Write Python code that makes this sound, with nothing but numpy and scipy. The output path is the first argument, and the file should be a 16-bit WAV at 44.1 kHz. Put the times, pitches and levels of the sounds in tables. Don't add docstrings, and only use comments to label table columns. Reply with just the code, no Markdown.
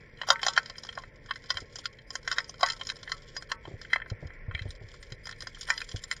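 import sys
import numpy as np
from scipy import signal
from scipy.fft import rfft, irfft
from scipy.io import wavfile
from scipy.ndimage import uniform_filter1d

SR = 44100
rng = np.random.default_rng(int(sys.argv[2]) if len(sys.argv) > 2 else 0)


def level_to_linear(level):
    exponent = np.asarray(level, float) / 20
    return 10 ** exponent


def store_pcm(level_fs):
    pcm = np.round(np.clip(level_fs, -1, 1) * 32767).astype(np.int16)
    wavfile.write(sys.argv[1], SR, np.atleast_2d(pcm).T)


N = 273420
T = np.arange(N) / SR
CUT_HZ = 7650

PART_HZ = [900, 1700, 3500, 5600]
# time in seconds, low rush in dB, high grit in dB.
SAND = [(0.0, -50.5, -70), (0.15, -54.5, -77), (0.53, -53, -49.5), (1.14, -58.5, -82), (1.6, -55, -54),
        (2.0, -56.5, -76.5), (2.85, -56.5, -55), (3.25, -55, -72), (3.65, -56, -86.5), (4.3, -52, -79),
        (5.0, -55, -78), (5.4, -54, -87), (5.75, -53.5, -53), (6.2, -56, -69)]


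def unit(x):
    return x / np.sqrt(np.mean(x ** 2))


def ring(x, hz, t60_s):
    r = np.exp(-np.log(1000) / (t60_s * SR))
    w = 2 * np.pi * hz / SR
    return signal.lfilter([0, r * np.sin(w)], [1, -2 * r * np.cos(w), r * r], x)


def walk(rate_hz):
    hold = int(SR / rate_hz)
    steps = np.repeat(rng.standard_normal(N // hold + 1), hold)
    return 1.3 * uniform_filter1d(uniform_filter1d(steps, hold), hold)[:N]


def curves(table):
    s, *columns = np.transpose(table)
    return [np.interp(T, s, c) for c in columns]


def lay(times_s, shapes):
    at = (np.asarray(times_s) * SR).astype(int)[:, None] + np.arange(shapes.shape[1])
    return np.bincount(np.clip(at, 0, N).ravel(), shapes.ravel(), N + 1)[:N]


def water():
    # frequency in Hz, density in dB per Hz.
    colour = np.array([(15, -31.5), (25, 9.5), (48, -2.5), (138, 2), (230, -11.5), (267, -7.5), (350, -8),
                       (479, -2), (583, -6), (775, -26.5), (900, -15.5), (1170, -75), (1980, -120)])
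    # time in seconds, surge in dB, water in dB.
    swell = [
        (0.0, -57, -60),
        (3.85, -52.5, -59.5),
        (4.21, -47, -59),
        (6.2, -54, -61.5),
    ]
    surge_db, rest_db = curves(swell)
    low_db = surge_db - np.mean(surge_db) + np.mean(rest_db) + 8.1
    f = np.fft.rfftfreq(N, 1 / SR) + 1
    tilt_db = np.interp(np.log(f), np.log(colour[:, 0]), colour[:, 1])
    noise = rfft(rng.standard_normal(N)) * level_to_linear(tilt_db)
    noise = noise / np.std(irfft(noise * (f > 150) * (f < 650), N))
    out = 0
    for hz in 20 * 2 ** np.arange(0, 6, .5):
        band = irfft(noise * np.maximum(1 - abs(2 * np.log2(f / hz)), 0), N)
        flicker_db = 1.286 * walk(5.2)
        out = out + band * level_to_linear((rest_db if hz > 75 else low_db) + flicker_db)
    return out


def pump():
    # frequency in Hz, level in dB rms.
    lines = [(48, -69.5), (100, -68.5), (150, -69.5), (224, -72.5), (475, -76)]
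    gain_db, waver_db = 5.5, 2.5
    turn_s = np.cumsum(1 + 0.0072 * walk(3.3)) / SR
    return sum(level_to_linear(db + gain_db + waver_db * walk(2.9)) * np.sin(2 * np.pi * hz * turn_s) for hz, db in lines)


def jet():
    mouth_hz, jet_db = [1700, 2320], -5
    mouth = signal.butter(3, mouth_hz, "band", fs=SR, output="sos")
    band = signal.sosfilt(mouth, rng.standard_normal(N))
    return unit(band) * level_to_linear(curves(SAND)[0] + jet_db + walk(13.0))


def sand_force():
    size = level_to_linear(3.8 * rng.exponential(size=N)) * rng.choice([-1, 1], N)
    grains_per_s = 350
    grains = unit(size * (rng.random(N) < grains_per_s / SR))
    return grains, rng.standard_normal(N)


def kind(rows, hz, rattle_s):
    return [(*row, hz, rattle_s) for row in rows]


def knocks():
    # time in seconds, hollow body, knock, clack and tick in dB.
    boulders = [(0.2331, -36, -30, -28, -77), (0.287, -23, -22.5, -37, -22), (0.303, -11.5, -13, -7, -7.5),
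                (0.3185, -17.5, -23, -21, -46.5), (0.357, -52, -19.5, -38, -59),
                (0.4647, -22, -11.5, -22, -13.5), (0.8342, -45, -39.5, -37, -33),
                (0.9749, -25, -27.5, -38, -45), (0.9855, -47, -50, -35, -38.5),
                (1.309, -44.5, -12.5, -17.5, -37.5), (1.5418, -42, -39, -52, -39),
                (2.6081, -34, -29, -34, -25), (2.6303, -8.5, -5, -10.5, -20), (2.869, -47, -38, -38, -23.5),
                (3.0948, -39, -33, -34, -43), (3.6528, -38.5, -38, -32, -69.5),
                (3.6744, -39, -55, -68, -80), (4.229, -60.5, -57, -68, -78), (4.94, -50.5, -40, -49, -47),
                (5.2906, -49, -25, -40, -37), (5.686, -39, -25, -32, -39), (5.677, -55, -45, -38, -40),
                (5.695, -45, -30, -38, -30), (5.713, -41, -33, -40, -43), (5.7019, -31.5, -5.5, -22, -17.5)]
    cobbles = [
        (0.5763, -22, -6, -11.5, -23),
        (2.3142, -43, -19.5, -22, -21.5),
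        (2.3829, -29.5, -11.5, -19, -20),
        (2.6723, -53.0, -21, -31, -34),
        (3.4227, -48, -32, -39, -35.5),
        (3.5163, -28, -13.5, -18.5, -21.5),
        (4.0002, -44, -30, -45, -75),
        (4.511, -44, -29.5, -35.5, -83),
        (5.8154, -47, -26, -28, -33.5),
    ]
    taps = [(0.173, -62, -56, -37.5, -63), (0.393, -54, -26, -34, -67), (0.755, -64, -35.5, -38, -57),
            (1.0357, -49, -29.5, -42, -57), (1.3571, -52, -30, -35.5, -37.5),
            (1.5811, -35.5, -23.5, -71, -36), (1.9854, -90, -38.5, -34, -63),
            (2.276, -33.5, -16.5, -27, -22), (2.4025, -57, -32, -46, -38), (3.0752, -87, -23, -32.5, -58),
            (3.8486, -64, -32, -37, -83), (3.9315, -38.5, -5, -12.5, -27.5), (3.9597, -33, -13, -22.5, -46),
            (4.0178, -52, -24.5, -31.5, -84), (4.0598, -45, -32, -53, -73), (4.3034, -64.5, -36, -48, -76),
            (4.5489, -52, -24.5, -23, -52), (4.577, -65.5, -37, -37, -67), (4.5907, -62, -25.5, -25.5, -50),
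            (4.6197, -52.0, -42, -35, -52), (4.677, -60, -46, -41, -71), (5.0276, -58, -33.5, -41, -42),
            (5.2693, -49, -25, -45, -30.5), (5.571, -58, -38.0, -74, -83), (5.737, -59, -33, -41, -33.5),
            (6.1124, -50, -15.5, -22, -23)]
    pebbles = [(0.2148, -31, -29.5, -26, -40), (0.43, -28, -20.5, -20, -23), (0.4487, -49.0, -35, -36, -46),
               (0.563, -33, -27, -25.5, -30), (0.8892, -48, -27, -32.5, -46),
               (0.9253, -57, -33, -41, -44.5), (1.3364, -68, -68, -47, -53), (1.44, -49, -42, -49, -47),
               (1.5698, -35.5, -22, -21, -29.5), (2.153, -36, -21.5, -32.5, -21),
               (2.54, -55, -38, -45, -51), (2.7201, -52, -34, -42, -30), (2.7956, -37, -59, -41.5, -47.5),
               (2.8114, -32, -26.5, -26, -42), (2.8328, -61, -50, -45, -42), (5.5457, -65, -42, -42, -53),
               (5.6107, -67, -36, -58, -27), (5.9137, -47, -41, -40, -35.5)]
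    shingle = [(0.534, -56, -35, -46, -31.5), (1.7859, -35, -52, -51, -30), (2.686, -49, -17, -34, -26),
               (2.7001, -44, -18.5, -17.5, -22.5), (2.8898, -40, -34.0, -24, -34),
               (2.8997, -41, -24.5, -24.5, -31.5), (3.0299, -44, -35, -35.5, -36),
               (3.1176, -35, -14.5, -22, -24), (4.0998, -50, -32, -33, -38), (4.7052, -60, -38, -43, -36.5),
               (5.1206, -59, -33, -35.5, -35), (5.311, -46, -36, -41, -40), (5.325, -52, -34, -33, -61),
               (5.4215, -51, -28.5, -42, -33), (5.803, -48, -28, -30, -35), (5.843, -59, -50, -53, -39),
               (5.9603, -62, -32, -38, -32), (6.0372, -51, -30, -38, -29), (6.1241, -44, -24, -33, -38)]
    gravel = [(0.416, -49, -49.5, -57, -32), (0.4825, -19, -34, -10.5, -19),
              (0.6582, -49.0, -36, -32, -38.5), (0.698, -38.5, -30.5, -32, -38),
              (0.7813, -40, -41, -34.0, -33), (1.1577, -77.5, -63, -68, -54),
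              (1.2594, -58, -39, -51, -47.0), (1.5033, -26.5, -16, -16, -21.5),
              (1.603, -63.0, -45, -44, -37), (1.7562, -42, -35.5, -48, -28), (1.8556, -50, -25.5, -16, -27),
              (2.104, -40, -34, -39, -31.5), (2.325, -36, -21, -24, -31), (2.4426, -54, -40, -48, -39.5),
              (2.4935, -35.5, -49, -53, -28), (2.661, -32, -21, -24, -23), (2.7319, -45, -32, -42, -38),
              (2.9183, -42, -32, -61, -39), (3.365, -41, -20.5, -33, -24.5), (3.8142, -56.5, -32, -38, -40),
              (5.255, -57, -35, -40, -41), (5.4047, -54, -35, -31, -35), (5.47, -39.5, -25.5, -41, -32),
              (5.7768, -61, -25, -24, -29.5), (5.8895, -55.0, -37, -55, -36), (6.164, -56, -39, -48, -38.5)]
    # time in seconds, treble in dB.
    chips = [(.63, -42), (.849, -37.5), (.867, -39), (.952, -42), (1.02, -45.5), (1.458, -47), (1.928, -48),
             (2.229, -46), (2.594, -47), (2.764, -38), (2.852, -46), (2.957, -42), (2.966, -39.5),
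             (3.353, -69), (3.408, -56), (4.27, -46), (4.335, -56), (4.751, -47.5), (4.886, -47.5),
             (5.102, -49), (5.627, -40), (5.652, -44), (5.769, -49)]
    # time in seconds, level in dB.
    specks = [(0.0054, -46), (0.035, -54), (0.0947, -57), (1.077, -53.5), (1.1204, -63), (1.2044, -70),
              (1.2394, -49), (1.3902, -49), (1.4205, -44), (1.725, -44.5), (1.9704, -62), (2.0173, -47),
              (2.0517, -70), (2.2134, -54), (2.581, -42), (2.9886, -41), (3.167, -36.5), (3.2211, -40),
              (3.285, -43), (3.4714, -49), (3.8836, -51), (4.2143, -55), (4.8264, -55), (4.9147, -53),
              (5.0669, -43), (5.2421, -47), (5.3607, -53), (5.5248, -64), (5.5792, -66)]
    # favoured frequency in Hz, rattle in seconds.
    traits = [
        (1000, 0.0017),
        (1480, 0.0014),
        (1990, 0.0019),
        (3165, 0.0024),
        (4030, 0.0021),
        (4950, 0.0012),
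        (5200, 0.0017),
    ]
    speck_db = -8
    body_db, knock_db, clack_db, tick_db = -9, -3.5, -3.5, -4.5
    grit = list(chips) + [(s, db + speck_db) for s, db in specks]
    grit = [(s, db + body_db, db + knock_db, db + clack_db, db + tick_db) for s, db in grit]
    tables = boulders, cobbles, taps, pebbles, shingle, gravel, grit
    return np.array(sum((kind(rows, *trait) for rows, trait in zip(tables, traits)), []))


def blend(part_db, hz):
    parts = np.arange(len(PART_HZ))
    place = np.interp(np.log(hz), np.log(PART_HZ), parts)
    return part_db @ np.maximum(1 - abs(place - parts), 0)


def contacts(rattle_s):
    rise_s, drag_db, drag_s = 0.00005, -27, 0.0092
    u = np.arange(1400) / SR
    noise = rng.standard_normal((len(rattle_s), len(u)))
    length_s = np.maximum(rattle_s, 2e-4)[:, None]
    rattle = (1 - np.exp(-u / rise_s)) * np.exp(-u / length_s) * noise
    drag = level_to_linear(drag_db) * np.exp(-u / drag_s) * noise[:, ::-1]
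    return rattle, drag, u


def shell():
    shell_modes = list([(547, -17, 0.086), (746, -9, 0.02), (940, -12.5, 0.013), (1072, -5.5, 0.046),
                        (1322, -17, 0.13), (1413, -5.5, 0.028), (1570, -6, 0.019), (1540, -2, 0.024),
                        (1825, -6, 0.039), (2041, -5, 0.031), (2096, -8.5, 0.016), (2214, -21.5, 0.064),
                        (2620, -17, 0.11), (3131, -1, 0.026), (3246, 0, 0.011), (3300, -14.5, 0.0063),
                        (4033, -1, 0.016), (3984, 2, 0.014), (4163, -5, 0.058), (4866, 1.5, 0.0065),
                        (4973, 2, 0.054), (5275, -2, 0.045), (5627, -6, 0.082), (6140, -7, 0.017),
                        (6368, -11.5, 0.052), (6680, -25.5, 0.073), (6430, -10, 0.0038), (6910, -7, .05),
                        (7400, -13.5, 0.12), (7490, -18, 0.096)])
    cover_modes = list([(8400, -25, 0.0072), (9880, -19.5, 0.05), (8900, -9.5, 0.099), (10720, -26, 0.018),
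                        (10920, -23, .03), (11660, -28.5, 0.09), (12100, -36, .03), (15200, -41, .03)])
    part_db = (3.0, -3, -4, -5)
    favour_db, favour_octaves, luck_db = 7, 0.074, 2
    rush_db, grit_db, cover_grit_db = -31, -31, -8
    cover_db, grow_db_per_s, cover_slope = -16, 1.8, 0.79
    ring_cycles, brisk = 150, 0.29

    hits = knocks()
    over_db = np.maximum(hits[:, 1:5].max(1) + 30, 0)
    rattle, drag, u = contacts(hits[:, 6] * level_to_linear(-brisk * over_db))
    chance = rng.standard_normal((len(hits), len(shell_modes) + len(cover_modes)))
    grains, flow = sand_force()
    rush, grit = curves(SAND)
    gust_db = 2.5 * walk(5)
    low = level_to_linear(rush + rush_db + gust_db) * (0.3 * grains + flow)
    high = level_to_linear(grit + grit_db) * (0.9 * grains + 0.15 * level_to_linear(walk(8.6)) * flow)
    body, cover = 0, 0
    for k, (hz, db, t60_s) in enumerate(shell_modes + cover_modes):
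        on_mode = abs(rattle[:, :400] @ np.exp(-2j * np.pi * hz * u[:400]))[:, None] + 1
        favour = favour_db * np.exp(-(np.log2(hz / hits[:, 5]) / favour_octaves) ** 2)
        blow_db = blend(hits[:, 1:5] + part_db, hz) + favour
        sand = low if hz < 2600 else high
        if hz > CUT_HZ:
            blow_db = cover_db + grow_db_per_s * hits[:, 0] + cover_slope * blow_db
            sand = level_to_linear(cover_grit_db) * high
        blow = level_to_linear(blow_db + luck_db * chance[:, k])[:, None]
        push = lay(hits[:, 0], blow * (rattle / on_mode + drag / 5)) + sand
        sound = (-1) ** k * level_to_linear(db) * ring(push, hz, min(t60_s, ring_cycles / hz))
        if hz < CUT_HZ:
            body = body + sound
        else:
            cover = cover + sound
    body = signal.sosfilt(signal.ellip(6, .5, 50, CUT_HZ, fs=SR, output="sos"), body)
    cover = signal.sosfilt(signal.butter(8, 8250, "high", fs=SR, output="sos"), cover)
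    return signal.sosfilt(signal.butter(4, 520, "high", fs=SR, output="sos"), body) + cover


def silt():
    # frequency in Hz, level in dB, T60 in seconds.
    port_modes = [(3276, -1, 0.0048), (4120, -7, 0.0052), (5030, 0, 0.0027), (5940, -10.5, 0.008),
                  (7280, -2, 0.0019)]
    silt_db, drift_db, grains_per_s, smear_s = -12, -73, 900, 0.0024
    stir_db, stir_slope, settle_s = -26, 0.68, 0.011
    whine_hz, whine_db = 14900, -105
    hits = knocks()
    u = np.arange(6000) / SR
    stir = level_to_linear(stir_db + stir_slope * hits[:, 4])[:, None]
    cloud = lay(hits[:, 0], stir * np.exp(-u / settle_s))
    grains = level_to_linear(2.6 * rng.exponential(size=N)) * (rng.random(N) < grains_per_s / SR)
    patter = signal.fftconvolve(grains, np.exp(-u[:800] / smear_s))[:N] * rng.standard_normal(N)
    band = sum((-1) ** k * level_to_linear(db) * ring(patter, hz, t60_s) for k, (hz, db, t60_s) in enumerate(port_modes))
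    band = signal.sosfilt(signal.butter(4, [2800, 7500], "band", fs=SR, output="sos"), band)
    density = cloud + level_to_linear(curves(SAND)[1] + silt_db) + level_to_linear(drift_db)
    whine = level_to_linear(3.9 * walk(6.5)) * ring(rng.standard_normal(N), whine_hz, .03)
    return unit(band) * density * level_to_linear(3.2 * walk(11)) + level_to_linear(whine_db) * unit(whine)


def deaf(x):
    for hz, sharp in [(2720, 14), (6180, 40)]:
        x = signal.lfilter(*signal.iirnotch(hz, sharp, SR), x)
    return x


def stones():
    own_db, spread_db, spread_octaves = -11, 0.59, 0.486
    t60_s, rise_s = 0.033, 0.0011
    hits = knocks()
    u = np.arange(1400) / SR
    chance = rng.standard_normal((len(hits), 4, 2))
    hz = np.clip(hits[:, 5:6] * 2 ** (spread_octaves * chance[..., 0]), 700, 7200)
    db = np.array([np.interp(np.log(own), np.log(PART_HZ), row[1:5]) for own, row in zip(hz, hits)])
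    size = level_to_linear(db + own_db + spread_db * chance[..., 1])
    modes = np.einsum("em,emu->eu", size, np.sin(2 * np.pi * hz[..., None] * u))
    fade = (1 - np.exp(-u / rise_s)) ** 2 * np.exp(-np.log(1000) * u / t60_s)
    rung = lay(hits[:, 0], modes * fade)
    rung = signal.lfilter(*signal.iirnotch(2700, 4, SR), rung)
    return signal.sosfilt(signal.butter(4, 600, "high", fs=SR, output="sos"), rung)


def partials(table, t60_s, rise_s):
    s, hz, db = np.transpose(table)[:, :, None]
    u = np.arange(9000) / SR
    t60_s = np.minimum(t60_s, 400 / hz)
    fade = (1 - np.exp(-u / rise_s)) ** 2 * np.exp(-np.log(1000) * u / t60_s)
    return lay(s[:, 0], level_to_linear(db) * np.sin(2 * np.pi * hz * u) * fade)


def stone_notes():
    # time in seconds, frequency in Hz, level in dB.
    struck = [(0.2156, 1880, -24.5), (0.2874, 775, -24), (0.2876, 3100, -34), (0.2876, 5860, -27.5),
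              (0.302, 1093, -12.5), (0.3029, 5710, -18), (0.303, 1393, -6), (0.303, 3210, -8),
              (0.303, 4770, -13), (0.3031, 3690, -13), (0.3195, 6560, -30), (0.357, 2130, -27.5),
              (0.4295, 820, -26), (0.4296, 2565, -31), (0.4354, 4440, -27), (0.4648, 5840, -27),
              (0.4655, 780, -23), (0.4655, 6200, -28), (0.4821, 800, -26), (0.4831, 3680, -30),
              (0.4836, 1380, -23), (0.4849, 6120, -28), (0.5761, 1420, -10), (0.5767, 4480, -19.5),
              (0.5794, 5680, -27), (1.3085, 1092, -21), (1.3088, 1820, -21), (1.5036, 1460, -20),
              (1.5041, 4060, -26.5), (1.5073, 5400, -22.5), (1.5074, 5060, -35), (1.8554, 1400, -24.5),
              (1.8604, 4370, -30), (2.1033, 5400, -41), (2.1539, 6360, -32), (2.2766, 5500, -28),
              (2.3141, 1470, -16), (2.3144, 3700, -27), (2.3281, 5400, -29), (2.3814, 670, -31.5),
              (2.3832, 3790, -22.5), (2.4036, 1825, -29), (2.4042, 5060, -31), (2.6305, 4800, -20),
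              (2.6306, 3900, -19.5), (2.6617, 5000, -37), (2.6997, 5250, -23), (2.9005, 5270, -30),
              (3.5161, 2810, -32), (3.5166, 1600, -20), (4.0185, 1810, -26), (4.5518, 2300, -25),
              (5.7018, 990, -26), (5.7021, 7300, -29.5), (5.7024, 2080, -19.5), (5.703, 2380, -20),
              (5.8176, 2470, -28.5), (6.0392, 7270, -32), (6.1133, 2000, -19.5), (6.1144, 7240, -29)]
    return partials(struck, t60_s=0.029, rise_s=0.00045)


def nozzle():
    # frequency in Hz, level in dB, T60 in seconds.
    tube_modes = [(920, -3.5, 0.24), (1127, 2, 0.12), (1314, -4, 0.29), (1535, -3, 0.24), (1950, -9, 0.18)]
    # time in seconds, level in dB.
    strikes = [(0.303, -27.5), (0.32, -65.5), (0.464, -59), (0.482, -37), (0.574, -49), (0.974, -58),
               (1.311, -67), (2.313, -45), (2.384, -46), (2.631, -29), (3.514, -44), (5.705, -41)]
    s, db = np.transpose(strikes)
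    mix_db = 0.5 * rng.standard_normal((len(s), len(tube_modes)))
    out = 0
    for k, (hz, mode_db, t60_s) in enumerate(tube_modes):
        push = lay(s, level_to_linear(db + mode_db + mix_db[:, k])[:, None])
        out = out + (-1) ** k * ring(push, hz, t60_s)
    return out


def nozzle_notes():
    # time in seconds, frequency in Hz, level in dB.
    single = [(0.484, 1320, -43), (0.576, 1536, -33), (0.976, 1036, -42), (1.504, 1960, -35),
              (1.504, 1115, -46), (1.856, 1090, -49), (2.277, 1550, -37), (2.326, 1116, -43),
              (2.326, 1930, -47), (2.631, 1960, -26.5), (2.631, 1095, -31), (2.7, 1350, -49),
              (3.118, 1130, -43), (3.118, 1310, -42), (3.365, 4935, -25.5), (3.365, 1098, -45.5),
              (3.517, 1523, -42.5), (3.517, 1105, -40.5), (5.704, 1981, -29), (5.704, 1006, -41),
              (5.704, 1544, -43)]
    return partials(single, t60_s=0.16, rise_s=.001)


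def bumps():
    # time in seconds, peak in dB, rocking in Hz, click in dB against the peak.
    thumps = [(1.542, -38, 87, -20), (1.614, -40, 84, -4), (3.671, -37.5, 104.3, 1), (3.705, -48.5, 142, 8),
              (3.732, -31.5, 98, -10.5), (4.11, -24.5, 102, -10.5), (4.221, -35.5, 138, -1.5),
              (4.246, -30, 83.5, -16), (4.477, -25.5, 95, -18.5), (4.54, -27.5, 77.4, -19),
              (4.608, -29, 94, -36), (4.649, -27.5, 92, -8), (4.677, -33, 69, -33), (4.807, -38.5, 101, -4),
              (4.835, -36.5, 99, -30), (5.113, -33.5, 118, -9.5), (5.423, -44, 102, 0),
              (5.937, -25.5, 97.7, -11.5)]
    rise_s, fall_s, lag_s, shove = 0.0021, 0.013, 0.00325, 0.57
    rub_s, rub_db = 0.0057, 2.0
    sag, sag_s = 0.13, 0.026
    s, db, hz, click_db = np.transpose(thumps)[:, :, None]
    u = np.arange(4000) / SR
    swing_s = (1.1 - sag) * u + sag * sag_s * (1 - np.exp(-u / sag_s))
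    envelope = 1.47 * (1 - np.exp(-u / rise_s)) ** 2 * np.exp(-u / fall_s)
    rock = envelope * (np.sin(2 * np.pi * hz * swing_s) - shove)
    dull = signal.butter(3, [170, 620], "band", fs=SR, output="sos")
    rub = unit(signal.sosfilt(dull, rng.standard_normal((len(s), len(u)))))
    rub = rub * u / rub_s * np.exp(-u / rub_s)
    return lay(s[:, 0] + lag_s, level_to_linear(db) * (rock + level_to_linear(click_db + rub_db) * rub))


def scene():
    hiss = level_to_linear(-91) * rng.standard_normal(N)
    flow = water() + pump() + jet()
    housing = deaf(shell() + silt() + hiss)
    struck = stones() + stone_notes() + nozzle() + nozzle_notes()
    return (flow + housing + struck + bumps())[None]


def spectral_blocks(x):
    block = 2560
    smear_db, coarse_db, drop_db = -15, 8.0, -103
    spill_db, spill_hz, spill_slope = -49.5, 14000, .8
    f, _, z = signal.stft(x, SR, nperseg=block)
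    local = np.sqrt(uniform_filter1d(abs(z) ** 2, 8, axis=0))
    whole = np.sqrt(np.mean(abs(z[f > 600]) ** 2, axis=0))
    noise = rng.standard_normal(z.shape) + 1j * rng.standard_normal(z.shape)
    smear = level_to_linear(smear_db) * local * (f > 600)[:, None]
    loudness = whole.max() * (whole / whole.max()) ** spill_slope
    spill = level_to_linear(spill_db) * loudness * ((f > 600) / (1 + (f / spill_hz) ** 2))[:, None]
    z = z + noise * (smear + spill)
    z = z * np.where(abs(f - 8020) < 330, level_to_linear(-14), 1)[:, None]
    step = level_to_linear(coarse_db) * local + 1e-12
    sparse = (np.round(z.real / step) + 1j * np.round(z.imag / step)) * step
    z = z * ((local > level_to_linear(drop_db)) | (f < 2500)[:, None])
    z = np.where((f > CUT_HZ)[:, None], sparse, z)
    return signal.istft(z, SR, nperseg=block)[1][:N]


def band_limit(x):
    return signal.sosfilt(signal.butter(12, 15900, fs=SR, output="sos"), x)


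def record(dry):
    ceiling = .95
    bass_cut = signal.butter(2, 28, "high", fs=SR, output="sos")
    rounded = ceiling * np.tanh(signal.sosfilt(bass_cut, dry[0]) / ceiling)
    mix = spectral_blocks(rounded)[None]
    return band_limit(mix)


dry = scene()
out = record(dry)
store_pcm(out)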